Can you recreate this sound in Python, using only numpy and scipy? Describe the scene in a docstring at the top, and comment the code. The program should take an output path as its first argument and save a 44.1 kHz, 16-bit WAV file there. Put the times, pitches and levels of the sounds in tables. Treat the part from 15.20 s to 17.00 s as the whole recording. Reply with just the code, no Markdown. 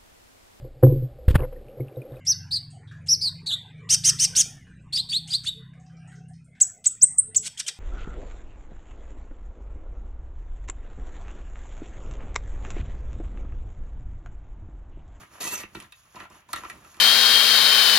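"""Two rolls of wrapping paper and a plastic cutter are handled on a table, close to a phone in a quiet room.
Paper rubs and crinkles from the start, built from coarse and fine random grains over a low rumble.
From 0.2 s the cutter scrapes once along a roll: dense slips through sliding resonances, with a high squeak.
From about 0.23 s knocks ring plastic modes, thump the tube and crack, sharpest near 1.33 s, lighter at the end.
A short room echo follows every sound; room air and microphone hiss lie beneath throughout."""
import sys
import numpy as np
from scipy import signal
from scipy.fft import rfft, irfft, next_fast_len
from scipy.io import wavfile
from scipy.ndimage import uniform_filter1d, map_coordinates

SR = 44100
rng = np.random.default_rng(int(sys.argv[2]) if len(sys.argv) > 2 else 0)


def transcribe(signal):
    """Save signal, clipped to [-1, 1], as a 16-bit WAV file at the path in sys.argv[1]."""
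    frames = np.atleast_2d(signal).T
    limited = np.clip(frames, -1, 1)
    pcm = np.round(limited * 32767).astype(np.int16)
    wavfile.write(sys.argv[1], SR, pcm)


N = 79380

# Knocks: start_s, level_db, centre_hz, thump_db (re THUMP_DB), crack_db (re CRACK_DB)
KNOCK_EVENTS = [(0.231, -34, 950, -30, -32), (0.249, -24.5, 1510, -11, -23), (0.435, -29, 1560, -7, -36),
                (0.552, -30.5, 2670, -27, -14), (0.549, -31.5, 1140, -4, -14),
                (0.567, -39.5, 790, 4.5, -22), (0.591, -44, 1170, -31, -23),
                (0.602, -33.5, 2530, -42, -4.5), (0.625, -41.5, 912, -10, -4), (0.644, -40, 1910, -18, -28),
                (0.723, -37, 2620, -41, -5.5), (0.723, -43.5, 1010, -41, -33), (0.944, -39.5, 990, -7, -22),
                (0.958, -36, 2460, -13.5, -32), (0.963, -31, 900, -15, -43), (0.97, -37, 900, -15, -32),
                (0.992, -39, 1690, -32, -25), (1.002, -31, 2470, -15, -23), (1.004, -32, 910, -18, -40),
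                (1.011, -38, 970, -24, -41), (1.018, -47, 1500, -30, -30), (1.023, -40, 1170, -5.5, -32),
                (1.038, -40, 1510, -15, -28), (1.053, -38, 910, -33, -38), (1.102, -45, 907, -6, -5),
                (1.289, -41, 990, -26, -8.5), (1.332, -21.5, 1760, -27, 0.5),
                (1.333, -23.5, 3650, -31, -19), (1.335, -22.5, 1200, -20.5, -29),
                (1.344, -38.5, 3400, -43, -17), (1.348, -37, 1300, -20, -13),
                (1.361, -22, 1850, -23.5, -12), (1.365, -34, 1300, -17, -30), (1.373, -35, 1490, -25, -25),
                (1.383, -32, 1330, -20, -28), (1.435, -29.5, 1190, -13.5, -33),
                (1.448, -33, 1290, -15, -28), (1.451, -27, 1450, -12.5, -27), (1.499, -27, 2080, -39, -12),
                (1.502, -36.5, 1500, -19, -3), (1.508, -50, 2400, -30, -22),
                (1.648, -43.5, 1600, -11.5, -8), (1.744, -41.5, 2210, -17, -5),
                (1.769, -45.5, 930, -3.5, -1)]
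# Ringing modes of the plastic: pitch_hz, level_db, t60_s
PLASTIC_MODES = [(670, -10, 0.022), (1008, 0, 0.024), (1369, 3.5, 0.017), (1950, 6, 0.011),
                 (2320, -0.5, 0.0092), (2586, -6.5, 0.017), (3140, -7.5, 0.0048), (3790, 2.5, 0.012),
                 (4200, -3, 0.0094)]
# Ringing modes of the cardboard-like low thump of the tube: pitch_hz, level_db, t60_s
TUBE_MODES = [(119, -20, 0.1), (214.5, -10.5, 0.099), (350, 2, 0.055), (433, -7, 0.053)]
# Course of the cutter scrape: time_s, level_db, squeak_db (re SQUEAK_DB)
SCRAPE_COURSE = [(0.2, -31, -6), (0.214, -36, -7), (0.222, -34.5, 3), (0.228, -40.5, -7), (0.24, -33, 0.5),
                 (0.262, -35.5, -2), (0.276, -34.5, 5), (0.305, -38, -3), (0.334, -34.5, 2),
                 (0.348, -37.5, 2), (0.358, -36, 8), (0.37, -39.5, 4.5), (0.397, -38, 0.5),
                 (0.42, -46.5, 1), (0.47, -70, 2)]
# Tone colour of the scraping slips: pitch_hz, gain_db
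SCRAPE_TONE = [(60, -15), (130, 1.5), (300, -2.5), (1000, -5), (2000, 0), (4500, -8.5), (7000, -8),
               (11000, -7.5), (14000, -3.5), (16500, -24)]
# Resonances that the scrape excites: pitch_hz, width_hz, level_db
SCRAPE_RESONANCES = [(344, 82, 4), (965, 76, 7.5), (1290, 150, -2), (1896, 90, 4.5), (2614, 200, 4.5),
                     (3250, 120, -6), (3910, 200, 4.5), (4600, 380, 4), (7130, 250, 14), (11600, 880, 6)]
# Course of the paper rubbing: time_s, body_db, treble_db, rumble_db
RUSTLE_COURSE = [(0, -48.5, -53.5, -53.5), (.03, -51, -60, -51), (.09, -66.5, -71, -68.5),
                 (.14, -56.5, -57.5, -57.5), (.195, -49.5, -58, -62), (.23, -52, -36, -73),
                 (.3, -55, -44, -60), (.41, -51, -65, -58), (.47, -59.5, -65, -64), (.52, -62.5, -69, -64),
                 (.56, -53.5, -55.5, -50), (.64, -56, -62, -54.5), (.7, -67.5, -73.5, -71),
                 (.76, -70, -63, -91), (.89, -67, -68, -75), (.935, -67, -63.5, -81),
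                 (.96, -49, -57.5, -57), (1.04, -49, -61.5, -61), (1.09, -62.5, -76.5, -70),
                 (1.12, -53.5, -59.5, -57.5), (1.2, -59.5, -64, -66), (1.24, -67.5, -77, -82),
                 (1.28, -66, -78, -67), (1.3, -55.5, -58, -57), (1.38, -51, -49, -54),
                 (1.42, -50, -58.5, -52.5), (1.5, -51, -54, -63), (1.56, -55.5, -64, -50.5),
                 (1.6, -60.5, -66.5, -58), (1.65, -56.5, -61, -56.5), (1.7, -61.5, -60.5, -69),
                 (1.8, -53, -60.5, -67)]
# Tone colours of the three paper layers: pitch_hz, gain_db
BODY_TONE = [(200, -5.5), (400, -2.5), (700, 0.5), (1100, 2), (1500, -1), (2200, -5.5), (3200, -11.5),
             (5000, -53)]
TREBLE_TONE = [(1500, -50), (3000, 16.5), (5000, 15.5), (7000, 23.5), (8500, -8), (10500, 21.5),
               (13000, 15), (16000, -28)]
RUMBLE_TONE = [(40, -15), (70, 2), (120, 0.5), (200, 0), (350, -3), (600, -28)]
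# Tone colour of the room echo: pitch_hz, gain_db
ECHO_TONE = [(250, -19.5), (700, -7), (1500, -5), (4000, 0.5), (7000, -6.5), (10500, 6.5), (14000, -9)]
# Tone colour of room air and hiss: pitch_hz, gain_db
HUM_TONE = [(25, -86), (45, 12), (65, 12.5), (120, 9), (250, -7), (600, -42), (1100, -2), (3000, -3.5),
            (8000, -32), (16000, -17.5)]

# Knocks
RISE_S, CHATTER_S = .0006, 0.0012
MODE_SCATTER_DB, FOCUS_DB_PER_OCTAVE = 3, 14.5
PAPER_DB, PAPER_S = -10.5, 0.0048
THUMP_DB, THUMP_S = 4, 0.00033
CRACK_DB, CRACK_S, CRACK_HZ, CRACK_TOP_HZ = 12.5, 0.0009, 2860, 12300
THIN_HZ = 650  # plastic and paper radiate little below this
TRAIL_S, ON_TIME_HZ = .0036, 3500  # travel time at 1 kHz; pitch that arrives at the listed time
# Scrape
SLIPS_PER_S, SLIP_SPREAD_DB = 3500, 3.5
SCRAPE_START_S, SCRAPE_RISE_S = 0.2, 0.011
SQUEAK_HZ, SQUEAK_WIDTH_HZ, SQUEAK_DB = 6170, 155, -6.5
# Paper
BODY_GRAINS_PER_S, BODY_SPREAD_DB = 900, 2.5
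TREBLE_GRAINS_PER_S, TREBLE_SPREAD_DB = 2600, 0.5
GRAIN_TOP_DB = 5  # cap on any grain or slip
# Room and phone
ECHO_T60_S, ECHO_TREBLE_T60_S, ECHO_SPLIT_HZ = 0.13, 0.043, 3940
HUM_DB = -65
LEFT_LAG_S, LEFT_DB = .000042, -2
LOW_CUT_HZ, TOP_HZ = 34.6, 16300


def undb(db):
    """Decibels to amplitude."""
    return 10 ** (np.asarray(db) / 20)


def unit(x):
    """Scale to an RMS of one."""
    return x / np.sqrt(np.mean(x ** 2))


def band_filter(x, order, hz, kind):
    """Butterworth filter."""
    return signal.sosfilt(signal.butter(order, hz, kind, fs=SR, output="sos"), x)


def curve(rows, axis):
    """Gain over time from a dB column."""
    rows = np.array(rows)
    return undb(np.interp(np.arange(N) / SR, rows[:, 0], rows[:, axis]))


def colour(x, points):
    """Minimum-phase filter through (pitch_hz, gain_db) points, so no sound precedes its cause."""
    hz, db = np.array(points).T
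    size = 8192
    bin_hz = np.arange(size // 2 + 1) * SR / size
    log_gain = np.interp(np.log(bin_hz + 1), np.log(hz), db) * np.log(10) / 20
    cepstrum = irfft(log_gain)
    # folding the cepstrum forward makes the filter causal
    cepstrum[1:size // 2] *= 2
    cepstrum[size // 2 + 1:] = 0
    impulse = irfft(np.exp(rfft(cepstrum)))[:size // 2]
    return signal.fftconvolve(x, impulse)[:len(x)]


def grains(per_s, spread_db):
    """Random tiny slips of either sign and uneven size."""
    chance, sign, size = rng.random((3, N))
    size_db = np.minimum(-spread_db * np.log(1 - size), GRAIN_TOP_DB)
    return (chance < per_s / SR) * np.sign(sign - .5) * undb(size_db)


def random_steps(k):
    """Random values, each held for k samples."""
    return np.repeat(rng.standard_normal(N // k + 1), k)


def flicker(per_s, depth_db):
    """Uneven contact: a quick random gain."""
    k = int(SR / per_s)
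    return undb(depth_db * uniform_filter1d(random_steps(k), k)[:N])


def drift(x, per_s, depth_s):
    """Read at a wandering place, so that pitch slides a little."""
    k = int(SR / per_s)
    wander = uniform_filter1d(uniform_filter1d(random_steps(k), k), k)[:N]
    return map_coordinates(x, [np.arange(N) + depth_s * SR * wander], mode="mirror")


def phase_shift(x, size, turns_at):
    """Delay each pitch by its own number of turns."""
    hz = np.arange(size // 2 + 1) * SR / size
    return irfft(rfft(x, size) * np.exp(-2j * np.pi * turns_at(hz)), size)[:len(x)]


def bend(x):
    """Bending waves along the roll: the treble arrives first, the bass trails."""
    def turns_at(hz):
        return TRAIL_S * (2 * np.sqrt(1000 * hz) - hz * np.sqrt(1000 / ON_TIME_HZ))
    return phase_shift(x, next_fast_len(len(x)), turns_at)


def ring(push, modes, extra_db):
    """A push sets off decaying modes, scaled to a peak of one."""
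    t = np.arange(SR // 5) / SR
    bell = np.zeros(len(t))
    for (hz, db, t60), extra in zip(modes, extra_db):
        bell += undb(db + extra) * np.sin(2 * np.pi * hz * t) * 1000. ** (-t / t60)
    out = signal.fftconvolve(push, bell)[:len(t)]
    return out / np.abs(out).max()


def knock(hz, thump_db, crack_db):
    """Brief chatter rings the plastic near its centre pitch, with a papery burst, tube thump and bright crack."""
    t = np.arange(SR // 5) / SR
    rise = 1 - np.exp(-(t / RISE_S) ** 2)
    chatter, crack, paper = rng.standard_normal((3, len(t))) * rise
    plastic_scatter = MODE_SCATTER_DB * rng.standard_normal(len(PLASTIC_MODES))
    tube_scatter = MODE_SCATTER_DB * rng.standard_normal(len(TUBE_MODES))
    # modes far from the centre pitch ring less
    focus = -FOCUS_DB_PER_OCTAVE * np.abs(np.log2(np.array(PLASTIC_MODES)[:, 0] / hz))
    plastic = ring(chatter * np.exp(-t / CHATTER_S), PLASTIC_MODES, focus + plastic_scatter)
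    burst = unit(band_filter(paper, 2, [hz / 1.52, hz * 1.6], "band")) * np.exp(-t / PAPER_S)
    upper = band_filter(plastic + undb(PAPER_DB) * burst, 3, THIN_HZ, "high")
    thump = ring(t * np.exp(-t / THUMP_S), TUBE_MODES, tube_scatter)
    crack = band_filter(crack * np.exp(-t / CRACK_S), 2, [CRACK_HZ, CRACK_TOP_HZ], "band")
    return upper + undb(THUMP_DB + thump_db) * thump + undb(CRACK_DB + crack_db) * crack


def knocks():
    """All knocks at their times, spread by the bending waves of the roll."""
    out = np.zeros(N + SR)
    for start_s, level_db, hz, thump_db, crack_db in KNOCK_EVENTS:
        sound = knock(hz, thump_db, crack_db)
        i = int((start_s - RISE_S) * SR)
        out[i:i + len(sound)] += undb(level_db) * sound
    return bend(out)[:N]


def scrape():
    """Dense slips of the cutter on the roll; each resonance comes, goes and slides; the blade squeaks high."""
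    slips = colour(grains(SLIPS_PER_S, SLIP_SPREAD_DB), SCRAPE_TONE)

    def resonance(hz, width_hz):
        b, a = signal.iirpeak(hz, hz / width_hz, fs=SR)
        return drift(signal.lfilter(b, a, slips), per_s=15, depth_s=0.001005)

    rings = np.zeros(N)
    for hz, width_hz, db in SCRAPE_RESONANCES:
        rings += undb(db) * flicker(60.1, depth_db=2.6) * resonance(hz, width_hz)
    squeak = undb(SQUEAK_DB) * unit(resonance(SQUEAK_HZ, SQUEAK_WIDTH_HZ)) * curve(SCRAPE_COURSE, axis=2)
    rough = unit(slips + rings) * flicker(89.1, depth_db=2.3)
    t = np.arange(N) / SR
    gate = np.clip((t - SCRAPE_START_S) / SCRAPE_RISE_S, 0, 1) * (t < SCRAPE_COURSE[-1][0])
    return (rough + squeak) * curve(SCRAPE_COURSE, axis=1) * gate


def rustle():
    """Paper on paper: coarse grains in the body, fine ones in the treble, the rolls rumbling on the table."""
    contact = flicker(43.92, depth_db=1.0)
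    body = unit(colour(grains(BODY_GRAINS_PER_S, BODY_SPREAD_DB), BODY_TONE))
    treble = unit(colour(grains(TREBLE_GRAINS_PER_S, TREBLE_SPREAD_DB), TREBLE_TONE))
    rumble = unit(colour(grains(1200, spread_db=1.7), RUMBLE_TONE))
    paper = body * curve(RUSTLE_COURSE, axis=1) + treble * curve(RUSTLE_COURSE, axis=2)
    return contact * paper + rumble * curve(RUSTLE_COURSE, axis=3)


def room_echo(near):
    """Two independent noise tails, one per channel; the treble dies sooner than the rest."""
    t = np.arange(SR // 4) / SR
    noise = rng.standard_normal((2, len(t)))
    dull = band_filter(noise, 2, ECHO_SPLIT_HZ, "low")
    tails = dull * 1000. ** (-t / ECHO_T60_S) + (noise - dull) * 1000. ** (-t / ECHO_TREBLE_T60_S)
    wet = colour(near, ECHO_TONE)
    return np.array([signal.fftconvolve(wet, tail / np.sqrt(np.sum(tail ** 2)))[:N] for tail in tails])


def hum():
    """Room air and microphone hiss; the bass is shared by both ports."""
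    mid = colour(rng.standard_normal(N), HUM_TONE)
    side = band_filter(colour(rng.standard_normal(N), HUM_TONE), 1, 500, "high")
    return undb(HUM_DB) * unit(mid + side * np.array([[1], [-1]]))


def scene():
    """Close sounds reach the left port slightly later and softer; echo and hum join them."""
    near = knocks() + scrape() + rustle()
    late = phase_shift(near, next_fast_len(N + 64), lambda hz: hz * LEFT_LAG_S)
    return np.array([undb(LEFT_DB) * late, near]) + room_echo(near) + hum()


def record(dry):
    """The phone thins the deep bass and cuts the top."""
    thin = band_filter(dry, 3, LOW_CUT_HZ, "high")
    return signal.sosfilt(signal.ellip(10, .2, 80, TOP_HZ, fs=SR, output="sos"), thin)


dry = scene()
out = record(dry)
transcribe(out)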